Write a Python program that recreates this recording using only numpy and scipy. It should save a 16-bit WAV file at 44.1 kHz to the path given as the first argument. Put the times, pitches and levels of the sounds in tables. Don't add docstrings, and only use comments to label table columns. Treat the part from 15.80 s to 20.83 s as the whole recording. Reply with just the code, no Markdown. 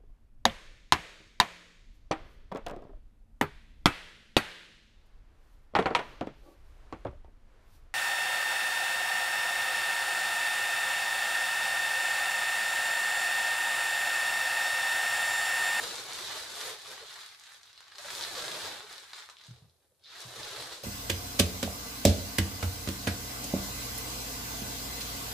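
import sys
import numpy as np
from scipy import signal
from scipy.fft import rfft, irfft, next_fast_len
from scipy.io import wavfile
from scipy.ndimage import map_coordinates

SR = 44100
rng = np.random.default_rng(int(sys.argv[2]) if len(sys.argv) > 2 else 0)


def put_to_file(sound):
    columns = np.atleast_2d(sound).T
    safe = np.clip(columns, -1, 1)
    whole_steps = np.round(safe * 32767)
    wavfile.write(sys.argv[1], SR, whole_steps.astype(np.int16))


N = 222043
TIME = np.arange(N) / SR
SIZE = next_fast_len(N + SR, real=True)
HZ = np.fft.rfftfreq(SIZE, 1 / SR)

# [t/s, effort level/dB]
LOWER_BOX = [(0.0, -38.5), (0.06, -42), (0.15, -45), (0.18, -43), (0.22, -47.5), (0.33, -43.5), (0.58, -43),
             (0.66, -47.5), (0.88, -40), (0.98, -56)]
FREE_EDGES = [(1.0, -53), (1.115, -47), (1.16, -51.5), (1.21, -52.5), (1.275, -51), (1.29, -50.5),
              (1.39, -50.5), (1.47, -55), (1.59, -60), (1.66, -57), (1.755, -57), (1.8, -65), (1.88, -59),
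              (1.955, -61.5), (2.02, -57.5), (2.06, -60), (2.12, -57), (2.178, -53)]
PULL_UNDER = [(2.19, -51), (2.221, -49), (2.31, -44), (2.43, -43), (2.531, -45.5), (2.57, -41.5),
              (2.71, -44), (2.74, -42.5), (2.859, -42), (3.079, -54.5)]
LET_GO = [(3.11, -50.5), (3.199, -53), (3.27, -57.5), (3.35, -52.5), (3.41, -52), (3.47, -62.5),
          (3.51, -59.5), (3.56, -71.5), (3.59, -63), (3.67, -60), (3.75, -67.5), (3.87, -76), (3.92, -81),
          (3.97, -79.5)]
# [t/s, effort level/dB]
PAUSE = [(4.02, -81), (4.05, -77.5), (4.09, -86), (4.19, -83)]
DRAW_AWAY = [(4.21, -70), (4.26, -57), (4.30, -54), (4.41, -49), (4.461, -51.5), (4.58, -46), (4.68, -45.5),
             (4.75, -47), (4.799, -43), (4.90, -50), (4.925, -44.5), (4.96, -53), (5.03, -51)]
# [f/Hz, level/dB]
FILM_COLOUR = [(25, -16), (55, -16), (85, -12), (190, -12), (250, -18), (330, -6), (430, -5), (650, -2.2),
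               (1200, 2), (1900, 1.5), (2900, -4), (3900, 1.5), (4900, -4), (11000, -17.5), (15000, -26.5)]
# [t/s, level/dB]
SLACK_LEVEL = [(0, -8.5), (0.7, -11), (0.95, -11.5), (1.25, -12.5), (1.55, -24), (2.0, -24), (2.19, -14.5),
               (2.35, -9.5), (2.6, -6.5), (2.9, -6.5), (3.3, -16), (3.58, -21), (3.8, -2), (5.03, -8)]
# [t/s, level/dB]
CREASE_LEVEL = [(0, -3.5), (1.3, -3), (1.75, -1), (1.92, -5.5), (2.15, -1.5), (2.45, -4), (3.15, -2),
                (3.5, -0.5), (3.7, -5.5), (3.9, -4), (4.3, -4.5), (4.7, -5), (4.82, -3.5), (5.03, -6)]
# [t/s, level/dB]
WRINKLE_LEVEL = [(0, -3.5), (0.498, -5), (.75, -3.5), (1.4, -6.5), (1.75, -4), (2.12, -13.5), (2.2, -4),
                 (2.45, -3), (2.95, -6.5), (3.2, -5), (3.5, -6), (3.75, -7), (4.3, -5.5), (4.41, -3.5),
                 (4.6, -5.5), (5.03, -4)]
# [level change while taut/dB, time to slacken/s]
TAUT_CHANGE = [(-17.5, 0.23), (-17, 0.11), (-12, 0.064), (-10, 0.078), (-18, 0.14)]
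# [low f/Hz, high f/Hz]
SNAP_FOLDS = [(800, 3600), (2500, 5300), (5500, 9400)]
# [t/s, low crease level/dB, middle crinkle level/dB, high wrinkle level/dB]
SNAPS = [(0.039, -48, -31, -44), (0.0418, -51, -37, -46), (0.1441, -52, -39, -47.5),
         (0.1565, -51, -41, -35.5), (0.325, -44, -36, -46), (0.3336, -47, -49, -34.5),
         (0.3892, -40, -36, -51), (0.4745, -47, -32, -49), (0.4965, -49.0, -34, -51),
         (0.5235, -39, -46, -47), (0.5305, -44, -39, -46.0), (0.8057, -49, -43, -41.0),
         (0.8127, -42, -35.0, -40.0), (1.0198, -59, -52, -46), (1.1158, -49.5, -44, -53),
         (1.1783, -42.5, -49.5, -64), (1.2835, -57.5, -44.5, -56), (1.3282, -62, -43.0, -50),
         (1.3366, -50, -57, -50.0), (1.3411, -58, -49, -45), (1.4346, -50, -54, -58.5),
         (1.4626, -58, -42.5, -48), (1.4913, -55, -48, -56), (1.5485, -50, -49, -60),
         (1.5977, -64.5, -51, -47), (1.638, -55.5, -48, -49), (1.6685, -58, -45, -57.5),
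         (1.674, -56, -46.5, -61.5), (1.7202, -46.5, -58, -58.5), (1.7457, -50, -51, -55.5),
         (1.8328, -60, -51.5, -50.0), (1.8727, -69, -50, -70), (1.8975, -60, -58, -63),
         (1.9304, -55.5, -52.5, -54.5), (1.9773, -54, -42.5, -65.5), (2.0063, -51, -55, -50),
         (2.082, -53, -51, -55), (2.1208, -46.5, -50, -58), (2.1566, -53.0, -45.0, -52),
         (2.1836, -45, -37, -43), (2.189, -48.0, -47, -45), (2.2006, -56, -51, -55),
         (2.2842, -41, -39, -49), (2.3042, -41, -32, -46), (2.3515, -49, -35.5, -40),
         (2.4102, -48, -27, -46), (2.4248, -44, -29, -39), (2.4379, -39.5, -28.5, -42),
         (2.4498, -33, -38, -53), (2.5524, -39.0, -34, -46), (2.5712, -42, -34.0, -50),
         (2.5913, -41, -29, -59), (2.623, -39.5, -37, -42), (2.6509, -39, -38, -41),
         (2.681, -41, -27.5, -47), (2.7167, -46, -34, -40.5), (2.7232, -55, -37, -45),
         (3.006, -44, -43, -58), (3.1162, -43.5, -55, -55), (3.1282, -49, -46, -44.5),
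         (3.1813, -54.0, -39, -51.0), (3.3064, -52, -46.5, -60), (3.3319, -57, -47, -53.0),
         (3.334, -41, -37, -50), (3.346, -56, -43, -49), (3.3843, -50.0, -41.0, -55),
         (3.3884, -46, -50, -48.5), (3.391, -59, -44, -54), (3.398, -55, -45.0, -57.0),
         (3.4237, -49, -43, -63), (3.4367, -51, -63.0, -61), (3.4598, -64.5, -59, -55),
         (3.4897, -43, -54, -58), (3.4988, -48, -45, -49.5), (3.503, -52.5, -51, -52.0),
         (3.5688, -60, -41.5, -61), (3.5862, -64, -51.5, -62), (3.5984, -57, -47, -76),
         (3.6132, -49.5, -46, -67), (3.639, -69.5, -49.5, -57), (3.648, -57, -48, -54.5),
         (3.6678, -65.5, -51, -53.5), (3.8972, -79, -59, -75), (3.9089, -92.0, -65, -79.0),
         (4.239, -81.5, -51, -64), (4.257, -70, -50, -71.5), (4.2641, -72, -43, -67),
         (4.3543, -61.5, -45, -57), (4.4051, -60.0, -48, -41), (4.7629, -49, -37, -47)]
# [f/Hz, level/dB]
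SNAP_COLOUR = [(400, -9.5), (900, 0), (8000, -1), (13000, -6)]
# [f/Hz, width/Hz, level/dB]
CASING_MODES = [(424, 23, -3), (522, 14, -3.5), (638, 49, -7), (815, 40, -7), (1135, 12, -3),
                (1330, 25, -6), (1450, 30, -5), (1604, 30, -7), (1780, 28, -17)]
# [t/s, level/dB, length from middle to -17 dB/s, pitch f/Hz]
DRAGS = [(0.887, -51, 0.09, 440), (1.102, -53, 0.034, 436), (1.229, -51.5, 0.026, 451),
         (2.199, -52.5, 0.017, 583), (2.257, -50, 0.017, 580), (3.047, -55, 0.0296, 421),
         (4.05, -78, 0.01, 396), (4.121, -72, 0.0079, 500), (4.798, -56, 0.047, 439)]
# [multiple of the pitch, level/dB]
PANEL_PARTIALS = [(1, -4), (1.195, -11.5)]
# [t/s, peak level/dB, contact time/s]
THUDS = [(3.683, -44.5, 0.0068), (3.707, -45.5, 0.0042), (3.820, -51, 0.0057), (3.840, -53, 0.0049),
         (4.449, -46, 0.0078), (4.558, -52, 0.026), (4.771, -52.5, 0.017), (4.836, -57, 0.01)]
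# [f/Hz, level/dB, t60/s]
DESK_MODES = [(82, -6.5, 0.55), (121.4, 11.5, 0.21), (144, 7, 0.094), (193.6, -5.5, 0.14),
              (240, -12, 0.063), (368, -30, 0.25)]
# [f/Hz, t60/s]
ROOM_DECAY = [(100, 0.31), (500, 0.24), (4000, 0.37), (14000, 0.28)]
# [f/Hz, coherence]
COHERENCE = [(30, 0.25), (120, 0.59), (400, 0.61), (1000, 0.55), (2200, 0.18), (6000, 0.047), (15000, 0)]
# [f/Hz, level/dB]
QUIET_COLOUR = [(25, -18), (85, 8), (160, -4.5), (300, -7.5), (420, 1), (700, -10), (2700, -23),
                (8000, -12), (11000, -8), (15000, -24.5)]

CRINKLE_DB = -3
BUSY_DB = -43
BUSY_PER_S, IDLE_PER_S = 1500, 260
DENSITY_GROWS = 0.65
RUB_DB, RUB_GROWS = -15, 0.052
SLACK_RUB = 1.63
TAUT_AT_S, TAUT_FOR_S, TAUT_RUB = 4.21, 0.18, 1.38
WRINKLE_GROWS = 0.048
OWN_SHARE = 0.28
WIDE_FOLLOWS = 0.2
SLIDE_HZ, SLIDE_WIDTH_HZ, SLIDE_DB = 4050, 1200, -55.5
SLIDE_AT_S, SLIDE_RISE_S, SLIDE_FALL_S = 4.262, 0.022, 0.052
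SNAP_DB, SNAP_S = 1.5, 0.00079
FLIP_S, FLIP_ROUGH = 0.00021, 0.36
SHIVER_DB, SHIVER_S = -10.5, 0.0028
TOP_HZ = 15200


def crinkle():
    moves = np.concatenate([LOWER_BOX, FREE_EDGES, PULL_UNDER, LET_GO, PAUSE, DRAW_AWAY])
    effort_db = over_time(moves)
    over_busy_db = effort_db - BUSY_DB
    slack_db, crease_db, wrinkle_db = map(over_time, (SLACK_LEVEL, CREASE_LEVEL, WRINKLE_LEVEL))
    per_second = BUSY_PER_S * amp(DENSITY_GROWS * over_busy_db) + IDLE_PER_S
    rub = amp(RUB_DB + RUB_GROWS * over_busy_db) + TAUT_RUB * tautness(TAUT_FOR_S)
    shared = buckles(per_second, spread_db=6.5, largest_db=15)
    clumps = amp(0.44 * wobble(110))
    colour = amp(along(FILM_COLOUR, HZ))
    film = causal(colour)

    wide_db = crease_db + WIDE_FOLLOWS * (slack_db - slack_db.max()) - 4.5
    fine_db = wrinkle_db + WRINKLE_GROWS * over_busy_db
    folds = [(0, 700, slack_db, rub + SLACK_RUB),
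             (700, 1150, wide_db, rub),
             (1150, 2600, crease_db - 2, rub),
             (2600, 6500, 0, rub),
             (6500, SR / 2, fine_db, rub)]
    out = np.zeros(N)
    for (low, high, db, rubbing), (taut_db, life) in zip(folds, TAUT_CHANGE):
        own = buckles(per_second, spread_db=6.5, largest_db=15)
        clicks = np.sqrt(1 - OWN_SHARE) * shared + np.sqrt(OWN_SHARE) * own
        drive = unit((clicks + rubbing * rng.standard_normal(N)) * clumps)
        gain = band(low, high)
        fold = filtered(drive, film * gain) / np.sqrt(np.mean((colour * gain) ** 2))
        out += amp(db + taut_db * tautness(life)) * fold
    return amp(effort_db + CRINKLE_DB) * out


def tautness(life):
    return (TIME > TAUT_AT_S) * np.exp(-((TIME - TAUT_AT_S) / life) ** 2)


def buckles(per_second, spread_db, largest_db, life_s=0.00011, order=32):
    at = np.flatnonzero(rng.random(N) < per_second / SR)
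    size_db = np.minimum(spread_db * rng.exponential(size=len(at)), largest_db)
    size = amp(size_db) / np.sqrt(per_second[at])
    lags = np.arange(order)
    shapes = rng.standard_normal((len(at), order)) * np.exp(-lags / SR / life_s)
    shapes *= (size / np.linalg.norm(shapes, axis=1))[:, None]
    places = at[:, None] + lags
    return unit(np.bincount(places.ravel(), shapes.ravel(), N)[:N])


def slide(per_second=900):
    jerks = buckles(np.full(N, per_second), spread_db=4, largest_db=12)
    hiss = unit(filtered(jerks, resonance(SLIDE_HZ, SLIDE_WIDTH_HZ) ** 2))
    t = TIME - SLIDE_AT_S
    swell = np.exp(-np.abs(t) / np.where(t < 0, SLIDE_RISE_S, SLIDE_FALL_S))
    return amp(SLIDE_DB) * swell * (TIME > TAUT_AT_S) * hiss


def snaps(size=1024, order=700):
    out = np.zeros(N + SR)
    t = np.arange(order) / SR
    hz = np.fft.rfftfreq(size, 1 / SR)
    film = amp(along(FILM_COLOUR, hz))
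    centres = [np.sqrt(low * high) for low, high in SNAP_FOLDS]
    for s, *levels in SNAPS:
        chatter, shiver = rng.standard_normal((2, order))
        flip = unit((t == 0) + FLIP_ROUGH * chatter * np.exp(-t / FLIP_S))
        motion = flip + amp(SHIVER_DB) * unit(shiver * np.exp(-t / SHIVER_S))
        power = np.abs(rfft(flip, size) * film) ** 2
        shares = [2 * power[(hz > low) & (hz < high)].sum() / size for low, high in SNAP_FOLDS]
        tilt = list(zip(centres, levels - 10 * np.log10(shares)))
        colour = film * amp(along(tilt, hz) + along(SNAP_COLOUR, hz))
        click = np.convolve(motion, irfft(causal(colour)))
        out[round(s * SR):][:len(click)] += amp(SNAP_DB) * np.sqrt(SNAP_S * SR) * click
    return out[:N]


def casing(rustle):
    modes = sum(amp(db) * resonance(hz, width) for hz, width, db in CASING_MODES)
    return filtered(rustle, modes)


def drags(waver=0.93):
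    out = np.zeros(N)
    for s, db, length, hz in DRAGS:
        near = np.abs(TIME - s) < 2 * length
        t = TIME[near] - s
        tone = np.zeros(len(t))
        for ratio, level in PANEL_PARTIALS:
            drift = map_coordinates(rng.standard_normal(64), [(t - t[0]) * 110])
            tone += amp(level) * np.sin(2 * np.pi * hz * ratio * t + waver * drift)
        out[near] += amp(db) * np.exp(-2 * (t / length) ** 2) * unit(tone)
    return out


def thuds():
    out = np.zeros(N + SR)
    t = np.arange(SR // 2) / SR
    ring = sum(amp(db - 60 * t / t60) * np.sin(2 * np.pi * hz * t) for hz, db, t60 in DESK_MODES)
    for s, db, contact in THUDS:
        press = 1 - np.exp(-(t / contact) ** 2)
        blow = np.gradient(ring * press)
        out[round(s * SR):][:len(t)] += amp(db) * blow / np.abs(blow).max()
    return out[:N]


def room(x, early_db=5, early_s=0.0079, count=10):
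    hz, t, noise = signal.stft(rng.standard_normal((count, 2, SR // 3)), SR, nperseg=256)
    decay = amp(-60 * t / along(ROOM_DECAY, hz)[:, None] + early_db * np.exp(-t / early_s))
    tails = signal.istft(noise * decay, SR, nperseg=256)[1]
    tails[..., :SR // 1000] = 0
    tails /= np.linalg.norm(tails, axis=-1, keepdims=True)
    place = np.array([wobble(60) for _ in range(count)])
    place /= np.linalg.norm(place, axis=0)
    echoes = signal.fftconvolve((x * place)[:, None], tails, axes=-1)[..., :N]
    return diffuse(echoes.sum(axis=0))


def diffuse(pair):
    turn = np.arccos(np.clip(along(COHERENCE, HZ), -1, 1)) / 2
    mid, side = filtered(pair, np.array([np.cos(turn), np.sin(turn)]))
    return np.array([mid + side, mid - side])


def background(floor_db=-75, whine_hz=11843, whine_db=-92):
    noise = filtered(rng.standard_normal((2, N)), amp(along(QUIET_COLOUR, HZ)))
    whine = unit(np.sin(2 * np.pi * whine_hz * TIME + wobble(25)))
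    return amp(floor_db) * unit(diffuse(noise)) + amp(whine_db) * whine


def amp(db):
    return 10 ** (np.asarray(db) / 20)


def unit(x):
    return x / np.sqrt(np.mean(x ** 2))


def over_time(points):
    return np.interp(TIME, *np.transpose(points))


def along(points, hz):
    f, v = np.transpose(points)
    return np.interp(np.log(hz + 1), np.log(f), v)


def wobble(rate):
    return map_coordinates(rng.standard_normal(int(N * rate / SR) + 4), [TIME * rate])


def filtered(x, response):
    return irfft(rfft(x, SIZE) * response, SIZE)[..., :N]


def band(low, high):
    below_high = 1 / (1 + (HZ / high) ** 8)
    below_low = 1 / (1 + (HZ / low) ** 8) if low else 0
    return below_high - below_low


def resonance(hz, width):
    return 1j * HZ * width / (hz ** 2 - HZ ** 2 + 1j * HZ * width)


def causal(gain):
    half = len(gain) - 1
    cepstrum = irfft(np.log(np.maximum(gain, 1e-6)))
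    cepstrum[1:half] *= 2
    cepstrum[half + 1:] = 0
    return np.exp(rfft(cepstrum))


def scene():
    rustle = crinkle() + slide()
    cracks = snaps()
    box = thuds() + drags() + casing(rustle)
    direct = amp(-2.2) * rustle + cracks + box
    into_room = amp(1.5) * rustle + amp(-0.5) * cracks + amp(-11.5) * box
    return direct + room(into_room) + background()


def record(dry):
    return filtered(dry, HZ < TOP_HZ)


dry = scene()
out = record(dry)
put_to_file(out)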